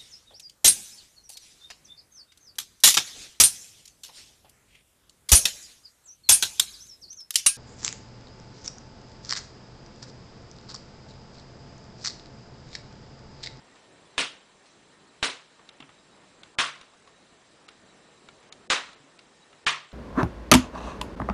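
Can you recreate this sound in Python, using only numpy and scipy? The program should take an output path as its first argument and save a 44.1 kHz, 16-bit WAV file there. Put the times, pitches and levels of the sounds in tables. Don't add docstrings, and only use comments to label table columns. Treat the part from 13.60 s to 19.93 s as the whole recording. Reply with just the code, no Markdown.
import sys
import numpy as np
from scipy import signal
from scipy.fft import rfft, irfft, next_fast_len
from scipy.io import wavfile
from scipy.ndimage import uniform_filter1d

SR = 44100
rng = np.random.default_rng(int(sys.argv[2]) if len(sys.argv) > 2 else 0)


def put_to_file(sound):
    columns = np.atleast_2d(sound).T
    safe = np.clip(columns, -1, 1)
    whole_steps = np.round(safe * 32767)
    wavfile.write(sys.argv[1], SR, whole_steps.astype(np.int16))


def elevation(decibels):
    levels = np.asarray(decibels, float)
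    return 10 ** (levels / 20)


N = 279153

# t/s, peak level/dB
CLIP_RELEASES = [
    (.5801, -9),
    (1.6284, -6.5),
    (2.987, -12),
    (5.1015, -12),
    (6.066, -11.5),
]
# f/Hz, level/dB, t60/s
FRAME_MODES = [(2247, -8, 0.028), (2776, -4, 0.021), (3114, -10, 0.036), (3463, -2, 0.018),
               (3750, 0.5, 0.016), (4110, -3.5, 0.017), (4680, -6, 0.012), (7010, 0.5, 0.0073)]


def unit(x):
    return x / np.sqrt(np.mean(x ** 2) + 1e-20)


def along(points, hz):
    f, v = np.transpose(points)
    return np.interp(np.log(hz + 1), np.log(f + 1), v)


def filtered(x, response):
    m = next_fast_len(len(x) + 8192)
    return irfft(rfft(x, m) * response(np.fft.rfftfreq(m, 1 / SR)), m)[:len(x)]


def add(track, s, sound):
    part = track[round(s * SR):][:len(sound)]
    part += sound[:len(part)]


def patches(shape, bins, frames):
    field = uniform_filter1d(rng.standard_normal(shape), size=bins, axis=0)
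    return unit(uniform_filter1d(field, size=frames, axis=1))


def ring(modes, t, scatter_db):
    out = np.zeros(len(t))
    for hz, db, t60 in modes:
        strength, detune = rng.standard_normal(2)
        decay = elevation(db + scatter_db * strength - 60 * t / t60)
        out += decay * np.sin(2 * np.pi * hz * (1 + .015 * detune) * t)
    return out


def room_answer(colour, t, stretch, hold):
    # f/Hz, t60/s
    room_t60 = [(100, 0.093), (500, 0.3), (1200, .25), (3000, 0.25), (6000, .23), (10000, 0.18)]
    hz, frames, z = signal.stft(unit(filtered(rng.standard_normal(len(t)), colour)), SR, nperseg=256)
    clusters = elevation(1.3 * patches(z.shape, 7, 3))
    fall_db = -60 * np.maximum(frames - hold, 0) / (stretch * along(room_t60, hz)[:, None])
    decay = np.hypot(elevation(fall_db), elevation(-10.0 + fall_db / 1.815))
    return signal.istft(z * clusters * decay, SR, nperseg=256)[1][:len(t)]


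def pops():
    # frame rattle level/dB, room answer level/dB, gain hold/s, decay stretch
    aftermaths = [
        (-22, -24, 0.029, 1.0),
        (-43, -23.5, 0.019, 1.035),
        (-26, -21.5, 0.022, 1.06),
        (-16.5, -21, 0.025, 1.08),
        (-20, -21.5, 0.022, 0.98),
    ]
    # bass/dB, bending hump/dB, mid hump/dB, treble/dB
    places = [(1, -7.5, -3.5, -1.5), (5, -2.5, 0.5, 2.5), (-4.5, 1, -0.5, 0), (1.5, 1, 1, 2),
              (-5, 2, 1, -2.5)]
    # f/Hz, width/Hz, level/dB
    spans = [(3080, 400, 2), (4000, 250, 4.5), (3400, 300, 1.5), (4000, 120, 3.5), (1520, 100, -9)]
    # f/Hz, level/dB per Hz
    snap_colour = [(50, -38), (200, -15.5), (480, -8.5), (800, -9), (1100, 1), (3500, -3), (5000, -9.5),
                   (9600, -15.5)]
    # delay/s, level/dB
    bounces = [(.0011, -8), (.002, -7), (.0035, -8), (.0047, -10), (.0062, -10)]

    out, t = np.zeros(N), np.arange(SR * 6 // 10) / SR
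    suction = -1.15 * np.exp(-((t - .0002) / .000075) ** 2)
    rebound = .4 * np.exp(-((t - .00034) / .00013) ** 2)
    spike = rebound + suction
    push = -.085 * np.exp(-t / .002) * (t > .0002)

    for release, aftermath, place_db, span in zip(CLIP_RELEASES, aftermaths, places, spans):
        s, spike_db = release
        rattle_db, room_db, hold, stretch = aftermath
        span_hz, span_width, span_db = span
        place = list(zip([500, 1200, 2100, 3000, 7000], np.insert(place_db, 3, 0)))

        def colour(hz):
            span_hump = span_db / (1 + ((hz - span_hz) / span_width) ** 2)
            turned_db = 1.5 * (s - 2) * np.clip((hz - 7000) / 2600, 0, 1)
            return elevation(along(snap_colour, hz) + along(place, hz) + span_hump - turned_db)

        rattle = elevation(rattle_db) * ring(FRAME_MODES[:-1], t, scatter_db=3) * (1 - np.exp(-t / .0003))
        tail = room_answer(colour, t, stretch, hold) * (1 - np.exp(-t / 0.00014))
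        body = rattle + elevation(room_db) * tail
        rounded = body / (1 + (body / .3) ** 4) ** .25
        add(out, s - .0002, elevation(spike_db) * (spike + push) + rounded)
        for delay, db in bounces:
            add(out, s + delay * rng.uniform(.9, 1.1), elevation(spike_db + db) * np.diff(spike[:64]) * 2)
        creak = filtered(rng.standard_normal(256), lambda hz: colour(hz) * np.clip(hz / 3000, 0, 1))
        add(out, s - 264 / SR, elevation(room_db - 10) * unit(creak) * elevation(np.linspace(-32, 0, num=256)))
    return out


def panel_thumps():
    # f/Hz, free t60/s
    panel_modes = [(273.7, 0.31), (143.8, 0.42)]
    # t/s, upper mode level/dB, lower mode level/dB, share of the free ring left
    jolts = [
        (.579, -36, -48, 0.79),
        (1.631, -40, -54, 1.03),
        (2.201, -29.5, -62, 0.1),
        (2.21, -59, -54, 0.82),
        (2.236, -49, -63, .35),
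        (2.987, -45.5, -47.5, 1.12),
        (5.103, -49, -66, 2),
        (5.399, -50, -49, 0.23),
        (5.435, -48, -61, 0.33),
        (6.066, -68, -47.5, 1.1),
    ]
    out, t = np.zeros(N), np.arange(SR // 2) / SR
    for s, *levels_db, share in jolts:
        for (hz, t60), db in zip(panel_modes, levels_db):
            envelope = elevation(db - 60 * t / (t60 * share)) * (1 - np.exp(-t / 0.0059))
            add(out, s, envelope * np.sin(2 * np.pi * hz * t))
    return out


def plastic_ticks():
    # t/s, peak level/dB, lowest mode f/Hz, lowest mode level/dB, top modes level/dB
    slips = [(0.156, -44, 1350, -5, -1), (1.057, -45, 1250, -9, 2), (1.9933, -42.5, 1140, 6.5, -29),
             (2.09, -28.5, 1356, -9, 0), (2.203, -26.5, 1180, -1.5, -9), (2.2237, -29.5, 1340, -3, -16),
             (2.2916, -38.5, 1230, 4, -14), (2.833, -29.5, 1514, -3, 1.5), (3.212, -30.5, 1040, -3.5, 2),
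             (3.2307, -46, 1320, 6, 1), (3.3352, -47.5, 1180, 10.5, 4), (3.4745, -38.5, 1120, 1.5, -2),
             (4.082, -41.5, 1280, 6, 8), (4.087, -27, 1406, -7.5, -0.5), (4.6866, -27.5, 1366, 0.5, -4.5),
             (4.8282, -42, 1060, -3, -1), (4.9243, -25.5, 1294, -5, 4), (5.3305, -34.5, 1390, -4, 2.5),
             (5.5905, -29.5, 1360, -6.5, -1), (5.9288, -36.5, 1290, 1.5, -7), (6.3178, -36, 1490, -5, -1),
             (5.289, -32, 1360, -3, -6)]
    # f/Hz, level/dB per Hz
    scratch_colour = [(300, 0), (900, 1.5), (1300, -1), (2300, 0.5), (4300, -4.5), (5500, -4.5),
                      (7500, -11.5), (10000, -8.5)]
    out, t = np.zeros(N), np.arange(SR // 4) / SR
    rise = 1 - np.exp(-t / .0006)
    for s, db, low_hz, low_db, high_db in slips:
        room_db = -49.5 - 1.4 * s + 0.13 * (db + 31.5) - db
        tilt = [(1500, low_db), (2100, 0), (3300, 0), (4300, high_db), (5500, high_db), (7200, high_db - 3)]

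        def colour(hz):
            return elevation(along(scratch_colour, hz) + along(tilt, hz))

        scratch = .3 * unit(filtered(rng.standard_normal(len(t)), colour)) * elevation(-60 * t / .03)
        modes = [(low_hz, -2, .035)] + FRAME_MODES
        tilted = [(hz, level + along(tilt, hz), t60) for hz, level, t60 in modes]
        ringing = .5 * ring(tilted, t, scatter_db=2.5)
        room = elevation(room_db) * room_answer(colour, t, 1.0, 0)
        add(out, s, elevation(db - 4.5) * rise * (scratch + ringing + room))
    return out


def room_hush():
    # t/s, level/dB
    outside = [(0, -60), (.5, -60.5), (1.4, -60.5), (2.6, -61), (3.8, -61), (4.6, -60.5), (5.2, -57),
               (5.7, -60.5), (6.33, -62.5)]
    # f/Hz, level/dB per Hz
    rumble_colour = [(15, -66), (25, 12.5), (74, -0.5), (188, 1), (261, -1.5), (381, -0.5), (946, -8),
                     (1820, -14)]
    # f/Hz, level/dB per Hz
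    hiss_colour = [(381, 7), (946, -7), (1820, -12.5), (3700, -16), (6440, -20), (7680, -23), (9640, -24),
                   (10400, -24.5)]
    # f/Hz, width/Hz, level/dB
    whine = [(1826, 14.4, 9), (3930, 110, 4.5), (7700, 94, 7.5)]

    time = np.arange(N) / SR
    since = np.maximum(time - np.array(CLIP_RELEASES)[:, :1], 0) / 0.22
    duck_db = 3.5 * (since * np.exp(1 - since)).sum(axis=0)
    outside_db = np.interp(time, *np.transpose(outside))
    hiss_db = -60.5 + .15 * (outside_db - outside_db.mean()) - 0.18 * duck_db

    z = signal.stft(rng.standard_normal(N), nperseg=512)[2]
    noise = signal.istft(z * elevation(1.25 * patches(z.shape, 8, 10)), nperseg=512)[1][:N]

    def low(hz):
        return 1 / (1 + (hz / 950) ** 6)

    def rumble_response(hz):
        return elevation(along(rumble_colour, hz)) * low(hz) / (1 + (110 / (hz + 1)) ** 2)

    def hiss_response(hz):
        humps_db = sum(db / (1 + ((hz - centre) / width) ** 2) for centre, width, db in whine)
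        return elevation(along(hiss_colour, hz) + humps_db) * (1 - low(hz)) * (hz < 10800)

    rumble = unit(filtered(noise, rumble_response))
    hiss = unit(filtered(noise, hiss_response))
    wander = 0.022 * np.cumsum(rng.standard_normal(N))
    whistle_level = elevation(-72.5 + 1.5 * np.sin(2 * np.pi * .48 * time + 0.33))
    whistle = whistle_level * np.sin(2 * np.pi * 7580 * time + wander)
    return elevation(outside_db - duck_db) * rumble + elevation(hiss_db) * hiss + whistle


def far_chirps():
    # centre t/s, f/Hz, level/dB, length/s
    calls = [(.13, 1934, -57.5, 0.024), (.465, 3450, -63, 0.033), (1.48, 4330, -64, .05),
             (2.07, 4000, -69, .05), (2.4, 3830, -65, 0.046), (2.53, 3850, -63, .04),
             (3.38, 3870, -67, 0.0306), (3.57, 3840, -63, .04), (4.3, 3900, -62.5, .04),
             (4.577, 3900, -61, 0.0294), (5.83, 3850, -59, .04)]
    out = np.zeros(N)
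    for s, hz, db, length in calls:
        t = np.arange(round(length * SR)) / SR
        add(out, s - length / 2, elevation(db) * np.hanning(len(t)) ** .5 * np.sin(2 * np.pi * hz * t))
    return out


def scene():
    return (pops() + panel_thumps() + plastic_ticks() + far_chirps() + room_hush())[None]


def roll_off(x):
    return signal.sosfilt(signal.butter(12, 11130, fs=SR, output="sos"), x)


def record(dry):
    # from t/s, to t/s, above f/Hz, share of bands spared
    starved = [(2.098, 2.122, 3200, .3), (2.82, 2.831, 4000, .3), (2.954, 2.981, 1700, 0),
               (4.069, 4.081, 3000, .15), (4.097, 4.104, 2500, .2), (4.897, 4.921, 3200, 0),
               (5.077, 5.096, 800, 0), (5.35, 5.362, 4700, .15), (5.579, 5.586, 3800, .3),
               (5.603, 5.613, 4300, .6), (2.216, 2.23, 5600, .45), (6.049, 6.061, 900, 0)]
    limited = filtered(dry[0], lambda hz: 1 / (1 + (hz / 10030) ** 220))
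    hz, t, z = signal.stft(limited, SR, nperseg=256, noverlap=192)
    rows, columns = z.shape
    luck = rng.random((rows // 3 + 1, columns // 6 + 1))
    luck = luck.repeat(3, axis=0).repeat(6, axis=1)[:rows, :columns]
    dropped = luck < np.clip((hz[:, None] - 3500) / 6500, 0, 1) * .17
    for start, end, above_hz, spared in starved:
        dropped |= (hz[:, None] > above_hz) & (t > start) & (t < end) & (luck < 1 - spared)
    thinned = z * np.where(dropped, elevation(-26), 1)
    mix = signal.istft(thinned, SR, nperseg=256, noverlap=192)[1][None, :N]
    return roll_off(mix)


dry = scene()
out = record(dry)
put_to_file(out)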